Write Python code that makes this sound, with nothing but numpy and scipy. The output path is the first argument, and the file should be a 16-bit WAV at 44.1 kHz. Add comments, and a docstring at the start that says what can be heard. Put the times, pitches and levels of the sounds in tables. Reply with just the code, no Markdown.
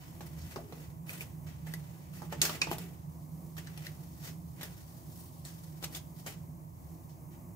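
"""Room air, hiss and an appliance's drone come first: shaped noise, with motor noise in two low resonances.
Over them hands strip husk and silk from corn cobs on a kitchen counter, an arm's length away.
Leaves rustle as dense tiny random cracks that swell and fade with pulls, tiny ticks and tails of snaps.
Fibres snap as short noise bursts with a leaf ring and a cob thud; the hard kitchen rings after each."""
import sys
import numpy as np
from scipy import signal
from scipy.fft import rfft, irfft, next_fast_len
from scipy.io import wavfile
from scipy.ndimage import uniform_filter1d

SR = 44100
rng = np.random.default_rng(int(sys.argv[2]) if len(sys.argv) > 2 else 0)


def store_pcm(level_fs):
    """Save levels as 16-bit WAV."""
    pcm = np.round(np.clip(level_fs, -1, 1) * 32767).astype(np.int16)
    wavfile.write(sys.argv[1], SR, np.atleast_2d(pcm).T)


N = 332955
TIME_S = np.arange(N) / SR


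def gain(db):
    """Amplitude factor of a level in dB."""
    return 10 ** (np.asarray(db) / 20)


def unit_rms(x):
    """Scales a signal to rms 1."""
    return x / np.sqrt(np.mean(x ** 2))


def bandpass(x, lo_hz, hi_hz):
    """Butterworth band-pass."""
    return signal.sosfilt(signal.butter(2, [lo_hz, hi_hz], "bandpass", fs=SR, output="sos"), x)


def colour(x, table, share=1):
    """Filters by a curve of (hz, db) points, its dB scaled by share."""
    hz, db = np.transpose(table)
    size = next_fast_len(x.shape[-1])
    bin_hz = np.arange(size // 2 + 1) * SR / size + 1  # +1 keeps the log finite
    curve_db = np.interp(np.log(bin_hz), np.log(hz), db)
    return irfft(rfft(x, size) * gain(share * curve_db), size)[..., :x.shape[-1]]


def curves(table):
    """Interpolates table columns over time, one value a sample."""
    time_s, *columns = np.transpose(table)
    return [np.interp(TIME_S, time_s, column) for column in columns]


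def smooth_noise(width):
    """Slow random curve of rms 1: noise averaged twice over width samples."""
    noise = rng.standard_normal(N)
    return unit_rms(uniform_filter1d(uniform_filter1d(noise, size=width), size=width))


# spectrum of air and hiss, part common to both channels: hz, relative_density_db
AIR_COMMON = [(150, -33), (200, -9.5), (250, 3), (290, -2.5), (330, 2.5), (410, -13), (640, -9),
              (850, -12.5), (1080, -13), (1400, -30), (2200, -26), (3400, -41), (6500, -25), (9000, -28),
              (14000, -23), (16000, -21)]
# spectrum of air and hiss, part opposite in the channels: hz, relative_density_db
AIR_OPPOSITE = [(18, -77), (30, -30), (157, -16.5), (221, -12), (266, -18), (426, -34), (962, -21.5),
                (1460, -39.5), (4530, -51), (13700, -36.5), (16000, -50.5)]
# spectrum of the low rumble: hz, relative_density_db
RUMBLE_SPECTRUM = [(18, -40.5), (30, -39), (65, -15.5), (156, -9), (179, -8.5), (200, -41.5), (260, -39.5),
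                   (440, -120)]


def air(common_db=-58, opposite_db=-58.5, rumble_db=-50.5, waver_db=1.25, whistle_hz=14000, whistle_db=-84.5):
    """Room air and microphone hiss as coloured noise, rumble, and a thin whistle of narrow-band noise."""
    waver = smooth_noise(4000)
    common = gain(common_db + waver_db * waver) * unit_rms(colour(rng.standard_normal(N), AIR_COMMON))
    rumble = gain(rumble_db) * unit_rms(colour(rng.standard_normal(N), RUMBLE_SPECTRUM))
    opposite = gain(opposite_db) * unit_rms(colour(rng.standard_normal(N), AIR_OPPOSITE))
    mid = common + rumble
    whistle_noise = bandpass(rng.standard_normal(N), whistle_hz - 60, whistle_hz + 60)
    whistle = gain(whistle_db) * unit_rms(whistle_noise)
    return np.array([mid + opposite, mid - opposite]) + whistle


# level of the upper hum, a narrow-band noise that flutters at random: time_s, level_db
UPPER_HUM_LEVEL = [(0.0, -77), (0.04, -51.5), (0.46, -41), (0.5, -52.5), (1.81, -45), (1.85, -52.5),
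                   (2.44, -42), (2.67, -58), (2.69, -39.5), (2.94, -49), (4.48, -47), (4.73, -56.5),
                   (6.5, -47.5), (6.56, -54), (7.49, -49.5), (7.55, -66)]
# low room resonances, upper then lower: centre_hz, width_hz
HUM_RESONANCES = [(156.5, 23.2), (78.2, 14.7)]


def drone(lower_rel_db=-9, flatten_power=0.17):
    """Motor noise caught in two low resonances, its random flutter partly flattened."""
    out = 0
    (upper_db,) = curves(UPPER_HUM_LEVEL)
    for (hz, width_hz), level_db in zip(HUM_RESONANCES, (upper_db, upper_db + lower_rel_db)):
        narrow = bandpass(rng.standard_normal(next_fast_len(N)), hz - width_hz / 2, hz + width_hz / 2)
        analytic = signal.hilbert(narrow)[:N]
        flattened = analytic.real / np.abs(analytic) ** flatten_power
        out = out + gain(level_db) * unit_rms(bandpass(flattened, hz / 1.42, hz * 2.24))
    return out


# diffuse kitchen tail by band: centre_hz, t60_s, level_db (before echo_db and the counter boost)
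KITCHEN_BANDS = [(283, 0.77, -23), (960, 0.31, -19.5), (2374, 0.24, -17.5), (5720, 0.2, -16.5),
                 (12100, 0.082, -15.5)]


def kitchen(x, echo_db, bass_alike_hz=546.0, gap_s=0.0015, counter_db=6, counter_t60_s=0.097):
    """Direct sound, later at the right port, and a 0.25 s noise tail dying by band; each call has own echoes."""
    t = TIME_S[:SR // 4]
    common = rng.standard_normal(len(t))
    own = rng.standard_normal((2, len(t)))
    tail = 0
    for hz, t60_s, level_db in KITCHEN_BANDS:
        alike = 1 / (1 + (hz / bass_alike_hz) ** 2)  # bass is shared by the ports
        noise = np.sqrt(alike) * common + np.sqrt(1 - alike) * own
        ringing = bandpass(noise, hz / 1.81, min(hz * 1.714, .45 * SR))
        tail = tail + gain(level_db - 60 * t / t60_s) * ringing
    counter_boost = 1 + gain(counter_db - 60 * t / counter_t60_s)  # counter and cobs answer first
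    response = gain(echo_db) * counter_boost * tail * np.clip(t / gap_s, 0, 1)
    response[0, 0] += 1
    response[1, rng.integers(3, 11)] += 1  # right port lags 3 to 10 samples
    return signal.fftconvolve(x[None], response, axes=1)


# hands turning the cob between swells, levels before rustle shares them among spots:
# time_s, crisp_db, papery_re_crisp_db
HANDLING_LEVEL = [(0, -65, 8), (0.6, -90, -1), (1.0, -100, -5), (1.7, -68, 7), (2.3, -75.5, 6),
                  (3.0, -74.5, 4.5), (3.45, -74, -8), (3.65, -68, 8.5), (4.15, -66.5, 0), (4.42, -74, -7),
                  (4.75, -65.5, 2.5), (5.4, -66.5, -10), (5.75, -67, 2), (6.05, -72.5, -4), (6.6, -82, -4),
                  (6.9, -71.5, -0.5), (7.55, -104, -12)]
# swells of rustle: pulls on a leaf, tiny ticks, and the crackle or tail after a snap;
# same level reference, swell and fade each span 20 dB:
# loudest_s, crisp_db, swell_ms, fade_ms, papery_re_crisp_db, silky_re_crisp_db
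RUSTLE_SWELLS = [(0.21, -65.5, 6.2, 84, 10.5, 6.5), (0.262, -59, 9.5, 31, 3, 5),
                 (0.418, -55.5, 53, 52, -3, -7), (0.556, -61.5, 590, 82, 7.5, 4.5),
                 (0.832, -66, 460, 170, 7, 4.5), (1.1, -58, 51, 220, 9.5, 9), (1.212, -48.5, 5, 27, 6, 6),
                 (1.482, -63.5, 38, 103, 10, 3), (1.67, -68.5, 33, 240, 13.5, 11),
                 (1.739, -53.5, 6.1, 11, 12, 15), (2.155, -61, 85, 230, 5.5, 4),
                 (2.329, -61, 45, 29, 14, 8), (2.416, -32, 1.5, 102, 1.5, 2.5),
                 (2.555, -56.5, 240, 52, 13, 6.5), (2.618, -51, 13, 114, 11, 1),
                 (2.717, -52.5, 36, 59, 11, 8.5), (2.786, -60.5, 9.4, 156, 11.5, 9),
                 (3.578, -60, 16, 54, 12.5, 8), (3.859, -61.5, 98, 72, 12.5, 8),
                 (4.24, -50, 53, 90, 1, 0.5), (4.285, -53, 86, 38, 5, 2), (4.616, -61, 55, 67, 13, 3),
                 (4.636, -58.5, 14, 99, 9, 7.5), (5.21, -60, 180, 97, -1.5, 6.5),
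                 (5.452, -55, 17, 220, 2, 2), (5.841, -45.5, 22, 13.7, 7.5, 7),
                 (5.946, -54.5, 20, 27, 8, 0), (5.961, -49, 58, 27, 3.5, 5), (6.19, -59.5, 64, 90, 0, 2.5),
                 (6.268, -52.5, 15, 58, 9, 7), (6.305, -61, 20, 130, 6, 1), (7.1, -68.5, 39, 130, -2, -10),
                 (7.331, -73, 32, 99, 10.5, 1)]


def rustle_strength(handling_silk_re_crisp_db=3.5):
    """Crisp, papery and silky strength: swells rise and fade exponentially, their power added to handling."""
    crisp_db, papery_rel_db = curves(HANDLING_LEVEL)
    power = gain([crisp_db, crisp_db + papery_rel_db, crisp_db + handling_silk_re_crisp_db]) ** 2
    for loudest_s, level_db, swell_ms, fade_ms, papery_db, silky_db in RUSTLE_SWELLS:
        late_ms = (TIME_S - loudest_s) * 1000
        drop_db = 20 * np.maximum(late_ms / fade_ms, -late_ms / swell_ms)
        power = power + gain(level_db - drop_db) ** 2 * gain([[0], [papery_db], [silky_db]]) ** 2
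    return np.sqrt(power)


def rustle(cracks_per_s=1500., clump_db=2.5, dull_db=-5.0, uneven_db=3.0, largest=0.78, spots=3, echo_db=-8):
    """Dense tiny cracks of uneven size from a few spots, in clumps a few milliseconds long."""
    crisp, papery, silky = rustle_strength()
    clumps = smooth_noise(200)
    out = 0
    for _ in range(spots):
        hit = rng.random(N) < cracks_per_s / SR
        strength = rng.standard_normal(N)
        extra_db = uneven_db * np.minimum(rng.exponential(size=N), largest)
        cracks = hit * strength * gain(extra_db)
        cracks = cracks * gain(clump_db * clumps)  # the leaf gives way in jerks
        crisp_noise = unit_rms(bandpass(cracks, 2450, 6290))
        paper_noise = unit_rms(bandpass(cracks, 706, 3256)) + gain(dull_db) * unit_rms(bandpass(cracks, 260, 938))
        silk_noise = unit_rms(bandpass(cracks, 8570, 15150))
        spot = (crisp * crisp_noise + papery * paper_noise + silky * silk_noise) / spots
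        out = out + kitchen(spot, echo_db)[:, :N]
    return out


# modes of a cob against the counter: hz, level_db (before cob_share), t60_s
COB_MODES = [(369.7, -3.5, 0.056), (480, -8.5, 0.099), (589.4, -6, 0.12), (712.5, -13, 0.036),
             (841, -5.5, 0.08), (1140, -22.5, 0.06), (1390, -14, 0.06)]
# snaps and knocks, part levels are peaks before the echo, burst_ms is a decay time constant:
# start_s, crack_db, top_re_crack_db, ring_re_crack_db, thud_re_crack_db, ring_hz,
# papery_re_crack_db, burst_ms, left_minus_right_db, echo_db
SNAP_EVENTS = [(0.2073, -53.5, -1, 7, 17.5, 1430, 10.5, 1.2, 0, -7.5),
               (0.5601, -47, -6, 7.5, 19, 1070, 13, 0.51, 0.5, -10),
               (0.563, -61, -8, 25.5, 18, 399, 0, 1.05, 0, -13),
               (0.585, -63.5, -8, 22, 14, 626, 0, 0.91, 2, -10),
               (0.7241, -50.5, 0, 4, 12.5, 468, 5.5, 1.1, -3, -7.5),
               (0.798, -71, -8, -14, 21.5, 1210, -5.5, 0.65, -0.5, -4),
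               (1.0932, -43, 0, 12, -12, 2400, 2, 1.2, -0.5, -19),
               (1.2081, -36, -2, 7, -20, 2500, -6, 0.5, 0, -21),
               (1.236, -65, -8, -10, 18, 900, 0, 1, 1, -12),
               (1.6674, -60, -18, 4, 7, 1840, -11, 1.1, -1, 4.5),
               (1.738, -28.5, -0.5, -6, -8.5, 1920, -10, 1.9, 0, -17),
               (2.2193, -45, -2, -3, 10.5, 1400, -11, 0.73, -3, -7.5),
               (2.3258, -38.5, -12, -5, 13, 1800, -10, 3, -1.5, -10),
               (2.4164, -13, -3, -5, -24, 4600, -6, 0.5, -3, -15),
               (2.4183, -8, -10, -5, -40, 6500, -14, 0.6, -3, -15),
               (2.4508, -47.5, -9, 13, 7, 1550, 23, 2.3, 0, -5),
               (2.494, -45.5, -9, 11, 13, 1210, 15.5, 1.2, 0, -6.5),
               (2.5015, -52, -3, 1, 14, 1390, 5, 1, -2, -11),
               (2.6162, -26.5, -7, 3, -7, 2690, 5, 0.98, -3, -10),
               (2.6186, -27, -15, -6, -20, 1130, 11, 2.2, -1, -19),
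               (2.671, -43.5, -13, 3.5, 14.5, 934, 4, 1.1, -2, -10.5),
               (2.7142, -37, 3, 4.5, 16, 718, 3, 2.8, 0.5, -13),
               (2.783, -39, 3, -3, 1.5, 7300, 1.5, 1.9, 0, -13),
               (3.5672, -48, 0, 0.5, -12, 1350, -2, 2.9, 0, -7.5),
               (3.6714, -41, -25, -2.5, -25, 1630, -1, 2.3, 0, -13),
               (3.7759, -41.5, 1.5, -12, -2.5, 3140, 4, 1.5, 2, -12),
               (3.8674, -41.5, 0, 6, -14, 1940, 8, 2.5, 1, -17),
               (4.6108, -41.5, -2, -4, -1, 2210, -2, 3.6, 0, -9),
               (4.631, -34.5, 2, -5.5, -3, 1780, -2, 3.8, 1, -15),
               (5.451, -35.5, -18, -28, -26, 3040, -26, 2.3, 1, -12),
               (5.8266, -41.5, -6, -16, 5, 1280, 0, 1.7, 5, -10.5),
               (5.8391, -26, -16, -36, -8, 2750, -17, 0.69, 1, -16),
               (5.843, -28, -6, -24, -12, 1280, -2, 3.3, 2, -19),
               (5.9487, -34.5, -22, -8, -33, 3400, -3.5, 5.4, 4, -10.5),
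               (5.97, -35.5, 0, -17, -28, 3370, -13, 3, -1, -12),
               (6.2633, -34.5, -5, -10.5, -1, 1740, -8, 2.6, 1, -9)]


def snaps(ring_width=1.1, push_ms=1.1, cob_share=0.012, first_break=3.33, detune=0.04):
    """A sharp first break and a burst of lesser ones; the leaf rings near its pitch, the cob thuds."""
    out = np.zeros((2, N + SR))
    t = TIME_S[:8192]
    for start_s, crack_db, top_db, ring_db, thud_db, ring_hz, papery_db, burst_ms, pan_db, echo_db in SNAP_EVENTS:
        chance = rng.standard_normal((3, len(t)))
        breaks = chance[0] * np.sqrt(np.abs(chance[1])) * np.exp(-t * 1000 / burst_ms)
        breaks[0] = first_break
        push = chance[2] * np.exp(-t * 1000 / push_ms)
        push[:int(SR / 2500)] += first_break  # the first contact is a firm short push
        grip = 1 + detune * rng.standard_normal(len(COB_MODES))  # each grip shifts the modes a little
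        modes = 0
        for (hz, mode_db, t60_s), shift in zip(COB_MODES, grip):
            modes = modes + gain(mode_db - 60 * t / t60_s) * np.sin(2 * np.pi * hz * shift * t)
        cob = cob_share * signal.fftconvolve(push, modes)[:len(t)]
        parts = [(bandpass(breaks, 3000, 8400), 0),
                 (bandpass(breaks, 10100, 13100), top_db),
                 (bandpass(breaks, ring_hz / ring_width, ring_hz * ring_width), ring_db),
                 (bandpass(push, 180, 1250) + cob, thud_db),
                 (bandpass(breaks, 2200, 5200), papery_db)]
        snap = sum(gain(crack_db + rel_db) * part / np.abs(part).max() for part, rel_db in parts)
        heard = kitchen(snap, echo_db) * gain([[pan_db / 2], [-pan_db / 2]])
        start = int(start_s * SR)
        out[:, start:start + heard.shape[1]] += heard
    return out[:, :N]


def scene():
    """Hands in the kitchen over the drone and the air."""
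    return air() + drone() + rustle() + snaps()


# colour contrast of the two ports, scaled by share for each: hz, contrast_db
PORT_CONTRAST = [(60, 3.5), (110, -4.5), (200, -1.5), (380, 1.5), (700, 0), (1290, -0.5), (2380, 0),
                 (4400, 0.0), (8120, -0.5), (15000, 1)]


def record(dry, ceiling=0.9, top_hz=15600):
    """Ports coloured in opposite senses, loudest peaks rounded by tanh, top cut by an elliptic low-pass."""
    left = colour(dry[0], PORT_CONTRAST, share=1.0)
    right = colour(dry[1], PORT_CONTRAST, share=-0.58)
    rounded = ceiling * np.tanh(np.array([left, right]) / ceiling)
    return signal.sosfilt(signal.ellip(10, .2, 80, top_hz, fs=SR, output="sos"), rounded)


dry = scene()
out = record(dry)
store_pcm(out)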